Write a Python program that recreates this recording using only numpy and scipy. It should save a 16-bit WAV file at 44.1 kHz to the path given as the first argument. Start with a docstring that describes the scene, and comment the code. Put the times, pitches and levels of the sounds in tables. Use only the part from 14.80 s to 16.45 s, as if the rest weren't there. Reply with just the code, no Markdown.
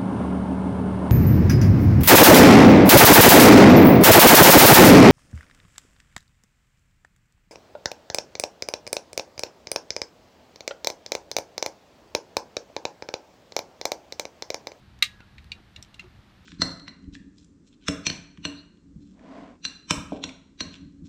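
"""Crane scale rigging under load

A crane scale hangs in a taut line of steel hooks and shackles above a lawn. The load makes one joint
slip with a loud snap, and the other links settle in small clicks: friction drives the damped modes
of each part, and the yard scatters the sound briefly. A soft knock is followed by faint squeaks,
while light wind rumbles underneath."""
import sys
import numpy as np
from scipy import signal
from scipy.fft import rfft, irfft
from scipy.io import wavfile

SR = 44100
rng = np.random.default_rng(int(sys.argv[2]) if len(sys.argv) > 2 else 0)


def master_out(mix):
    """Clip the mix to full scale and print it as 16-bit PCM to the path in sys.argv[1]."""
    frames = np.transpose(np.atleast_2d(mix))
    ceiling = np.clip(frames, -1, 1)
    pcm = np.round(ceiling * 32767).astype(np.int16)
    wavfile.write(sys.argv[1], SR, pcm)


N = 72765

# slipping joints: (time [s], part, ring level [dB], rise [s], slip length [s], ring-time factor,
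# grit level [dB], tilt [dB/octave], scatter level [dB])
SLIPS = [(0.2242, "hook", 1, 0.0004, .0041, 0.59, -21, -2.5, -26.5),
         (0.241, "hook", -22.5, 0.00033, 0.0018, 2.1, -32, 1.5, -38),
         (0.5813, "latch", -47, 0.00076, 0.0021, .9, -49.5, -7.5, -56),
         (0.7176, "shackle", -31, .0006, 0.0024, 0.78, -46, -2.5, -48.5),
         (0.9613, "link", -38, 0.0011, 0.0029, 0.71, -49, -2.5, -54.5),
         (1.0255, "pin", -37, 0.00046, 0.00092, .9, -43.5, 3, -56),
         (1.142, "link", -48, 0.0013, .004, 0.71, -54.5, 1, -60.5),
         (1.1933, "eye", -33.5, 0.004, 0.0031, 0.79, -40.5, -4, -47.5),
         (1.2395, "eye", -56, .001, .002, 0.66, -62, -1, -82)]
# spectrum of the scattered clicks: (frequency [Hz], density [dB])
SCATTER = [(300, -30.5), (900, -26), (2100, 0.5), (4000, 1), (5200, -4), (6400, -6.5), (8800, -15.5),
           (10800, -26), (13500, -23), (15000, -29)]


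def from_db(db):
    """Amplitude grows tenfold for every 20 dB."""
    return 10 ** (np.asarray(db) / 20)


def since(start):
    """Elapsed time [s] from an onset, zero before it."""
    return np.maximum(np.arange(N) / SR - start, 0)


def envelope(start, rise, hold, t60):
    """Linear rise; from hold seconds after the onset, exponential decay of 60 dB per t60."""
    t = since(start)
    return np.minimum(t / max(rise, 1e-5), 1) * from_db(-60 * np.maximum(t - hold, 0) / t60)


def swell(start, length):
    """A half-sine rise and fall of amplitude."""
    return np.sin(np.pi * np.minimum(since(start) / length, 1))


def noise(spectrum, tilt_db=0):
    """Spectral shaping: white noise takes a given colour and tilt per octave, at unit rms."""
    octave = np.log2(np.maximum(np.arange(N // 2 + 1) * SR / N, 1))
    hz, db = np.transpose(spectrum)
    colour = np.interp(octave, np.log2(hz), db + tilt_db * np.log2(hz))
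    x = irfft(rfft(rng.standard_normal(N)) * from_db(colour), N)
    return x / x.std()


def ring(modes, start, rise, hold):
    """Modal superposition: modes are driven while the joint slips, then decay freely."""
    t = since(start)
    return sum(from_db(db) * envelope(start, rise, hold, t60) * np.sin(2 * np.pi * (hz * t + rng.random()))
               for hz, db, t60 in modes)


def slips():
    """Stick-slip friction: each slip rings a part and sheds gritty noise, which the yard scatters."""
    # modes of the steel parts: (frequency [Hz], level [dB], t60 [s])
    hook = [(1209, -29.5, 0.09), (1621, -29.5, .03), (2070, -21.5, 0.015), (2139, -23, .07),
            (2338, -21.5, .035), (2713, -20, .045), (3283, -21.5, .025), (3851, -10.5, .02),
            (4094, -21, .025), (4320, -19, 0.028), (4790, -28.5, .05), (6020, -29, 0.028), (7100, -32, .03),
            (8610, -33.5, .06), (8814, -32.5, .02), (12550, -39, 0.018), (13300, -37, .02),
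            (13800, -37.5, .025)]
    latch = [(2070, -3, .03), (2260, -2, .03), (2420, 0, .03), (2790, -5, .02), (3850, -4, .025),
             (4300, -4, .025)]
    shackle = [(2314, -2.5, 0.039), (2470, -4.5, 0.063), (2768, -9, 0.12), (2863, -1.5, 0.033),
               (3630, -4.5, 0.015), (3850, -5.5, 0.071), (4200, -1, 0.015), (4530, -6.5, 0.048),
               (5400, -23, 0.017), (5900, -17, 0.023), (6380, -24, 0.02), (7150, -18.5, 0.01),
               (7750, -21, .015)]
    eye = [(1330, -14.5, 0.055), (2080, -6, 0.04), (2550, -1, 0.02), (2740, 0.5, 0.054), (3200, -23, .05),
           (3560, -19, 0.034), (4120, -7.5, 0.047), (4600, -27, 0.023), (6560, -26, 0.096)]
    link = [(2260, -8.5, .03), (2810, 0, 0.028), (3530, -2.5, 0.015), (3828, -5, .035), (4045, -2.5, 0.027),
            (5700, -15, 0.024), (7080, -17, 0.02)]
    pin = [(3750, -9.5, 0.011), (4440, -18, 0.014), (5320, -5.5, 0.025), (5680, -1, 0.021),
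           (6050, -13, 0.024), (7400, -7.5, 0.018), (7700, -10, 0.024), (8180, -15, 0.023),
           (12400, -27, .015)]
    parts = {"hook": hook, "latch": latch, "shackle": shackle, "eye": eye, "link": link, "pin": pin}
    # spectrum of rubbing steel: (frequency [Hz], density [dB])
    grit = [(300, -33.5), (850, -25), (1800, -5.5), (4200, 0), (5200, -3), (8000, -7.5), (9600, -17.5),
            (11200, -21), (13300, -19.5), (15000, -24)]
    out = np.zeros(N)
    for start, part, ring_db, rise, length, sustain, grit_db, tilt_db, scatter_db in SLIPS:
        modes = [(hz, db, t60 * sustain) for hz, db, t60 in parts[part]]
        out += from_db(ring_db) * ring(modes, start, rise, length)
        out += from_db(grit_db) * envelope(start, rise, length, t60=0.014) * noise(grit, tilt_db)
        early = envelope(start, rise=0.005, hold=0.005, t60=0.086)
        late = from_db(-22) * envelope(start, rise=0.005, hold=0.005, t60=0.33)
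        out += from_db(scatter_db) * (early + late) * noise(SCATTER, tilt_db)
    return out


def after_ring():
    """Free vibration: lightly damped modes of the taut line outlast the first snap."""
    # modes of the line: (frequency [Hz], level [dB], t60 [s])
    line_modes = [(1669, -52, .9), (1897, -36.5, 0.2), (2815, -41, 0.19), (3463, -48, .2),
                  (3790, -45.5, .18), (4904, -46.5, .13)]
    start, _, _, rise, length, *_ = SLIPS[0]
    return ring(line_modes, start, rise, length)


def ticks():
    """Contacts too light to set a part ringing give only a broadband transient."""
    # light contacts: (time [s], level [dB], tilt [dB/octave])
    contacts = [(.190, -49, 4.5), (.6437, -47, -1), (1.0481, -46, -2), (1.284, -58, -7)]
    return sum(from_db(db) * envelope(start, rise=0, hold=0, t60=0.008) * noise(SCATTER, tilt_db)
               for start, db, tilt_db in contacts)


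def radiate(vibration):
    """Small steel parts radiate bass poorly; nearby surfaces reflect and diffuse the rest."""
    # reflections from the yard: (delay [s], level [dB])
    reflections = [(0.0113, -19.5), (.034, -29)]
    direct = signal.sosfilt(signal.butter(2, 885, "high", fs=SR, output="sos"), vibration)
    response = envelope(0, rise=0.008, hold=0, t60=0.22) * rng.standard_normal(N)
    diffuse = signal.fftconvolve(direct, response / np.linalg.norm(response))[:N]
    echoes = sum(from_db(db) * np.interp(since(delay), since(0), direct) for delay, db in reflections)
    return direct + from_db(-22.5) * diffuse + echoes


def knock():
    """A heavily damped low oscillation and a short rustle make a soft knock."""
    # spectrum of the rustle: (frequency [Hz], density [dB])
    rustle_spectrum = [(100, 4), (300, -4), (500, 0), (1100, -2), (1900, -0.5), (4000, -10), (7000, -26),
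                       (14000, -37)]
    start, pitch_hz = 0.4035, 168
    bump = from_db(-41) * np.sin(2 * np.pi * pitch_hz * since(start))
    rustle = from_db(-46.5) * noise(rustle_spectrum)
    return envelope(start, rise=0.0016, hold=0.0031, t60=0.023) * (bump + rustle)


def squeaks():
    """Tones glide down as the line takes the strain; phase is the integral of frequency."""
    # faint squeaks and a low groan: (time [s], length [s], start pitch [Hz], end pitch [Hz], level [dB])
    glides = [(0.394, 0.019, 1604, 1433, -52), (0.409, 0.01, 2740, 2650, -52),
              (0.41, 0.034, 1480, 1367, -56), (1.221, 0.065, 375.6, 350, -51)]
    out = np.zeros(N)
    for start, length, start_hz, end_hz, db in glides:
        pitch = np.interp(since(start), [0, length], [start_hz, end_hz])
        out += from_db(db) * swell(start, length) * np.sin(2 * np.pi * np.cumsum(pitch) / SR)
    return out


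def outdoors():
    """Amplitude-modulated noise: gusts of wind rumble and dull rustles swell over a steady far hiss."""
    # strength of the wind: (time [s], level [dB])
    gusts = [(0.0, -56.5), (0.242, -55), (0.266, -55), (0.496, -58.5), (0.596, -49), (0.762, -53),
             (0.804, -62), (0.922, -54), (0.942, -59), (0.996, -47), (1.066, -60.5), (1.4, -51),
             (1.42, -64.5), (1.57, -59), (1.622, -53.5), (1.65, -80)]
    # dull rustles: (time [s], length [s], level [dB])
    rustles = [(0.749, 0.069, -55.5), (0.968, .05, -54.5), (1.206, 0.083, -55)]
    # spectra of wind, rustle and hiss: (frequency [Hz], density [dB])
    wind_spectrum = [(15, -35), (30, -16), (52, -1), (80, -1), (120, -3), (170, -12.5), (300, -29),
                     (1000, -58.5)]
    rustle_spectrum = [(100, 5), (300, 7), (500, -2.5), (1700, -5), (4000, -25), (12000, -51)]
    air_spectrum = [(100, -7), (155, -8.5), (195, 3.5), (250, -7.5), (330, -8.5), (430, -15.5),
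                    (800, -14.5), (1700, -15), (2600, -19), (4000, -20), (6000, -30.5), (10000, -40),
                    (15000, -42.5)]
    wind = from_db(np.interp(since(0), *np.transpose(gusts))) * noise(wind_spectrum)
    swells = sum(from_db(db) * swell(start, length) for start, length, db in rustles)
    rustle = swells * noise(rustle_spectrum)
    hiss = from_db(-58) * noise(air_spectrum)
    return hiss + wind + rustle


def scene():
    """Superposition: the rigging and the outdoor background add in one channel."""
    steel = radiate(slips() + after_ring() + ticks())
    return (steel + knock() + squeaks() + outdoors())[None]


def record(dry):
    """Soft saturation rounds the highest peaks; a steep low-pass filter cuts the top treble."""
    low_pass = signal.cheby2(24, 80, 15750, fs=SR, output="sos")
    return signal.sosfilt(low_pass, np.tanh(dry))


dry = scene()
out = record(dry)
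master_out(out)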